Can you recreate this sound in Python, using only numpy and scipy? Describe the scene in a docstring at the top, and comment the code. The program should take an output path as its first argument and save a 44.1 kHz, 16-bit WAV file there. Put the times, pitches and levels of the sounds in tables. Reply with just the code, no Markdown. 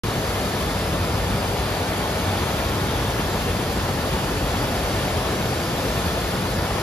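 """Canal lock, from the bank: water falls over the gate and churns down the concrete chamber.
The plunge drives air resonances between the walls (boom) and drags air pockets under (gulps).
Bubble clouds roar in the race; the falling sheet breaks into hissing drops and small splashes.
Single bubbles ring. Fizzing splash near 2 kHz grows louder for about two seconds, then fades.
A closely spaced microphone pair picks it up."""
import sys
import numpy as np
from scipy import signal
from scipy.fft import rfft, irfft
from scipy.io import wavfile
from scipy.ndimage import uniform_filter1d

SR = 44100
rng = np.random.default_rng(int(sys.argv[2]) if len(sys.argv) > 2 else 0)


def materialize(psi):
    """Save the field psi as 16-bit PCM at rate SR to the path in sys.argv[1].

    A 1-D psi becomes a single channel; in a 2-D psi each row is a channel.
    """
    bounded = np.clip(np.atleast_2d(psi).T, -1, 1)
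    quanta = np.round(bounded * 32767).astype(np.int16)
    wavfile.write(sys.argv[1], SR, quanta)


N = 300762
TIME_S, BINS_HZ = np.arange(N) / SR, np.fft.rfftfreq(N, 1 / SR)

# air resonances between the walls (frequency [Hz], half-width [Hz], relative peak density [dB])
CHAMBER_MODES = [(44.3, 6.5, -51.5), (55.5, 7.3, -46.5), (77.7, 13, -49.5), (97.7, 11, -47.5),
                 (131.5, 16.3, -50.5), (179.7, 19.8, -51.5), (216, 9.7, -57)]
# slow surges of the boom (time [s], relative level [dB])
PLUNGE_SURGES = [(0.1, -0.5), (0.5, -1.3), (0.95, 1), (1.35, 1.5), (1.62, -0.5), (2.02, -3.3), (2.3, 0),
                 (3.0, 1), (3.9, 0.2), (4.22, -1.5), (4.45, 1.4), (4.83, -0.3), (5.15, -0.8), (5.6, -2),
                 (6.2, 0.1), (6.8, -0.5)]
# slugs of water hitting the pool (time [s], boom level change [dB])
SLUGS = [(0.652, 6.5), (1.138, 4.5), (1.347, 2), (1.611, 5), (2.827, 6), (3.089, 3.5), (3.22, 2),
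         (3.491, 4), (3.823, 3), (4.137, 8), (4.415, -1), (4.575, 1), (4.966, 5), (5.161, 1.5), (6.436, 2)]
# air pockets dragged under (peak time [s], pitch [Hz], peak level [dB])
AIR_POCKETS = [(0.06, 109.6, -26), (0.19, 101.8, -24), (0.439, 192.5, -28.5), (0.94, 178.8, -24.5),
               (1.03, 96.3, -28), (1.15, 91.8, -29), (1.21, 52.6, -22), (1.26, 104, -27), (1.32, 191, -25),
               (1.331, 102.1, -21), (1.6, 59, -27), (2.27, 95.9, -25), (2.43, 82.6, -23.5),
               (2.99, 122.6, -27), (3.1, 110.3, -26), (3.5, 86, -25), (3.82, 90.2, -25), (4.13, 78.3, -30),
               (4.43, 53, -23.5), (4.6, 298, -29), (5.16, 87.5, -27), (5.19, 53.3, -26),
               (5.48, 118.2, -26.5), (6.079, 85.7, -21.5), (6.59, 94.9, -23)]
# bubble clouds in the race (frequency [Hz], relative density [dB])
CHURN_SPECTRUM = [(30, -83), (70, -58), (140, -58), (230, -55), (350, -56), (470, -55.5), (620, -56.3),
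                  (800, -58.5), (1190, -62.5), (1420, -62.5), (1820, -66.5), (1910, -70), (3000, -74),
                  (7000, -100)]
# slow surges of the roar (time [s], relative level [dB])
CHURN_SURGES = [(0.1, -0.26), (1.4, -0.45), (2.35, 0.6), (3.3, -0.35), (4.45, -0.14), (4.6, 0.7),
                (4.8, 0.22), (5.33, 0.7), (5.6, -0.5), (5.85, 0.6), (6.4, -0.8), (6.8, -0.11)]
# falling sheet breaking into drops (frequency [Hz], relative density [dB])
SPRAY_SPECTRUM = [(500, -90), (1300, -73), (1950, -70.8), (2300, -69.8), (2950, -69.2), (3130, -69.7),
                  (3420, -67.6), (3660, -69.5), (4000, -70.8), (4180, -70), (4350, -70.8), (4600, -68.9),
                  (5030, -70.9), (5250, -73), (5500, -74.4), (6250, -75.2), (7500, -74.8), (9200, -75.7),
                  (12000, -79.6), (14400, -83.2), (15700, -85.5)]
# slow surges of spray and single bubbles (time [s], relative level [dB])
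SPRAY_SURGES = [(0.1, -0.58), (0.45, 0.45), (1.0, -0.7), (1.7, 0.23), (2.1, 0.0), (2.42, 0.8), (2.7, 0.021),
                (3.4, 0.13), (3.73, -0.63), (4.45, -0.13), (5.03, 0.8), (5.3, -0.27), (6.05, 0.65),
                (6.4, -0.45), (6.8, -0.67)]
# microphone pair (frequency [Hz], coherence [0-1], left phase lead [rad], left minus right [dB])
MIC_PAIR = [(60, .999, .05, .2), (250, .98, .19, .8), (600, .91, .32, 2.7), (1100, .79, .58, 1.5),
            (1400, .68, 1, -1.2), (1610, .6, 2.1, -1.9), (1690, .9, .22, .6), (2200, .68, .72, 1.2),
            (2900, .4, 1.7, 1.6), (4000, .4, .41, 2.3), (4900, .4, .89, -.1), (5600, .24, -.62, -2.1),
            (7000, .75, -1.75, .8), (8300, .98, -3.14, 0), (10000, .82, -4.66, 0), (11300, .88, -6.1, 0),
            (12800, .88, -6.5, 0), (15200, .75, -9.4, 0)]


def plunge(level_db=0.5):
    """Falling water pounds the pool and drives the air between the walls."""
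    power = sum(gain_of(db) ** 2 / (1 + ((BINS_HZ - hz) / half_width_hz) ** 2) ** 2
                for hz, half_width_hz, db in CHAMBER_MODES)
    boom = coloured(rng.standard_normal((2, N)), np.sqrt(power))
    lumps_db = tumble_db(rms_db=0.75, slow_hz=3.7, fast_hz=19)
    envelope_db = level_db + surge_db(PLUNGE_SURGES) + thumps_db() + lumps_db
    return steadied(boom, window_samples=3000) * gain_of(envelope_db)


def thumps_db(width_s=0.017, lull_delay_s=0.044, lull_share=0.35):
    """A slug of water lifts the boom briefly; a shallow lull follows."""
    level_db = np.zeros(N)
    for at_s, db in SLUGS:
        age_s = TIME_S - at_s
        hit = np.exp(-(age_s / width_s) ** 2)
        lull = np.exp(-((age_s - lull_delay_s) / width_s) ** 2)
        level_db += db * (hit - lull_share * lull)
    return level_db


def gulps(wobble_share=0.0566, rise_per_s=0.406, swell_s=0.046, sink_s=0.043):
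    """Big air pockets throb, pitch climbing unsteadily as they rise. Direct row only."""
    wobble = 1 + wobble_share * unit_rms(uniform_filter1d(rng.standard_normal(N), size=800))
    out = np.zeros((2, N))
    for (at_s, hz, db), phase_turns in zip(AIR_POCKETS, rng.random(len(AIR_POCKETS))):
        near = abs(TIME_S - at_s) < 0.25
        age_s = TIME_S[near] - at_s
        pitch_hz = hz * (1 + rise_per_s * age_s) * wobble[near]
        turns = phase_turns + np.cumsum(pitch_hz) / SR
        envelope = np.exp(-(age_s / np.where(age_s < 0, swell_s, sink_s)) ** 2)
        out[0, near] += gain_of(db) * envelope * np.sin(2 * np.pi * turns)
    return out


def churn(level_db=0.21):
    """Bubble clouds tumble down the race and roar."""
    roar = coloured(seething(clump_db=0.7, comb_db=0.44), gain_of(per_bin(CHURN_SPECTRUM)))
    lumps_db = tumble_db(rms_db=0.6, slow_hz=3.4, fast_hz=23)
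    return steadied(roar, window_samples=4400) * gain_of(level_db + surge_db(CHURN_SURGES) + lumps_db)


def spray(slaps_per_s=45, decay_s=0.011, splash_rms_db=0.32):
    """Drops hiss; each slap of water lifts the level at once, then decays."""
    hiss = coloured(seething(clump_db=1.0, comb_db=1.85), gain_of(per_bin(SPRAY_SPECTRUM)))
    slaps = rng.exponential(1, N) * (rng.random(N) < slaps_per_s / SR)
    splashes = signal.lfilter([1], [1, -np.exp(-1 / (decay_s * SR))], slaps)
    splashes_db = splash_rms_db * unit_rms(splashes - splashes.mean())
    return steadied(hiss, window_samples=8000) * gain_of(surge_db(SPRAY_SURGES) + splashes_db)


def bubbles(level_db=-43, per_s=600, low_hz=750, high_hz=5200, pitches=48,
            decay_cycles=24, rise=0.008, spread_db=4.1, tilt=0.1):
    """Single bubbles ring briefly, pitch rising as they near the surface."""
    out = np.zeros((2, N))
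    age_s = TIME_S[:SR // 10]
    for k, hz in enumerate(np.geomspace(low_hz, high_hz, pitches)):
        decays = age_s * hz / decay_cycles
        envelope = np.exp(-decays) * (1 - np.exp(-10 * decays))
        ring = envelope * np.sin(2 * np.pi * hz * age_s * (1 + rise * decays))
        strengths = gain_of(spread_db * np.minimum(rng.exponential(1, N), 4))
        births = rng.random(N) < per_s / pitches / SR
        out[k % 2] += signal.oaconvolve(strengths * births, ring)[:N] * (low_hz / hz) ** tilt
    return unit_rms(out) * gain_of(level_db + surge_db(SPRAY_SURGES))


def fizz(level_db=-47.8, centre_hz=1950, width_oct=0.71, peak_at_s=5.2, swell_s=0.8):
    """Fizzing splash near 2 kHz grows louder for about two seconds, then fades."""
    band = np.exp(-(np.log2((BINS_HZ + 1) / centre_hz) / width_oct) ** 2)
    splash = unit_rms(coloured(seething(clump_db=-1.0, comb_db=2.5), band))
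    envelope = np.exp(-((TIME_S - peak_at_s) / swell_s) ** 4)
    return splash * gain_of(level_db) * envelope


def seething(clump_db, comb_db):
    """Two noises with random patches: broad for foam clumps, narrow for shifting wall echoes."""
    clumped = patchy(rng.standard_normal((2, N)), clump_db, frames=7, bins=4, frame_samples=512)
    return patchy(clumped, comb_db, frames=20, bins=3, frame_samples=4096)


def patchy(x, depth_db, frames, bins, frame_samples):
    """Random level patches over time and frequency; unit rms out."""
    spectra = signal.stft(x, nperseg=frame_samples)[2]
    patches = rng.standard_normal(spectra.shape[:0:-1]).T
    patches = uniform_filter1d(patches, frames, axis=1)
    patches = unit_rms(uniform_filter1d(patches, bins, axis=0))
    mottled = signal.istft(spectra * gain_of(depth_db * patches), nperseg=frame_samples)[1]
    return unit_rms(mottled[:, :N])


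def tumble_db(rms_db, slow_hz, fast_hz):
    """Random level flutter at rates from slow_hz to fast_hz."""
    band = 1 / np.sqrt((1 + (slow_hz / (BINS_HZ + 1e-9)) ** 4) * (1 + (BINS_HZ / fast_hz) ** 4))
    return rms_db * unit_rms(coloured(rng.standard_normal(N), band))


def surge_db(curve):
    """Level curve per sample, mean removed."""
    times_s, levels_db = np.transpose(curve)
    level_db = np.interp(TIME_S, times_s, levels_db)
    return level_db - level_db.mean()


def steadied(x, window_samples):
    """Flattens chance swells longer than the window."""
    power = uniform_filter1d(uniform_filter1d(x[0] ** 2, window_samples), window_samples)
    return x * np.sqrt(power.mean() / power)


def coloured(white, density):
    """Shapes unit-rms white noise to an amplitude density."""
    return irfft(rfft(white) * density, N) * np.sqrt(SR / 2)


def per_bin(table, column=1):
    """Table column per FFT bin, interpolated over log frequency."""
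    rows = np.array(table)
    return np.interp(np.log(BINS_HZ + 1), np.log(np.sort(rows[:, 0]) + 1), rows[:, column])


def gain_of(db):
    """dB to amplitude."""
    return 10 ** (np.asarray(db) / 20)


def unit_rms(x):
    """Scales to rms 1."""
    return x / np.sqrt(np.mean(x ** 2) + 1e-20)


def microphones(x):
    """Rows (direct, diffuse) to (left, right): alike in the bass, apart in level and phase above."""
    coherence = np.clip(per_bin(MIC_PAIR, column=1), 0, 1)
    lead_rad, balance_db = per_bin(MIC_PAIR, column=2), per_bin(MIC_PAIR, column=3)
    direct, diffuse = rfft(x)
    right = (coherence * direct + np.sqrt(1 - coherence ** 2) * diffuse) * np.exp(-1j * lead_rad)
    return irfft(np.array([direct * gain_of(balance_db / 2), right * gain_of(-balance_db / 2)]), N)


def scene():
    """All the water, from the lock's edge."""
    return microphones(plunge() + gulps() + churn() + spray() + bubbles() + fizz())


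def record(dry, low_cut_hz=39, start_s=0.035, high_cut_hz=14800):
    """Rumble filter, mute until start_s, top treble cut."""
    low_cut = signal.butter(6, low_cut_hz, "highpass", fs=SR, output="sos")
    high_cut = signal.firwin(511, high_cut_hz, window=("kaiser", 9), fs=SR)
    opened = signal.sosfilt(low_cut, dry) * (TIME_S > start_s)
    return signal.oaconvolve(opened, high_cut[None], "same")


dry = scene()
out = record(dry)
materialize(out)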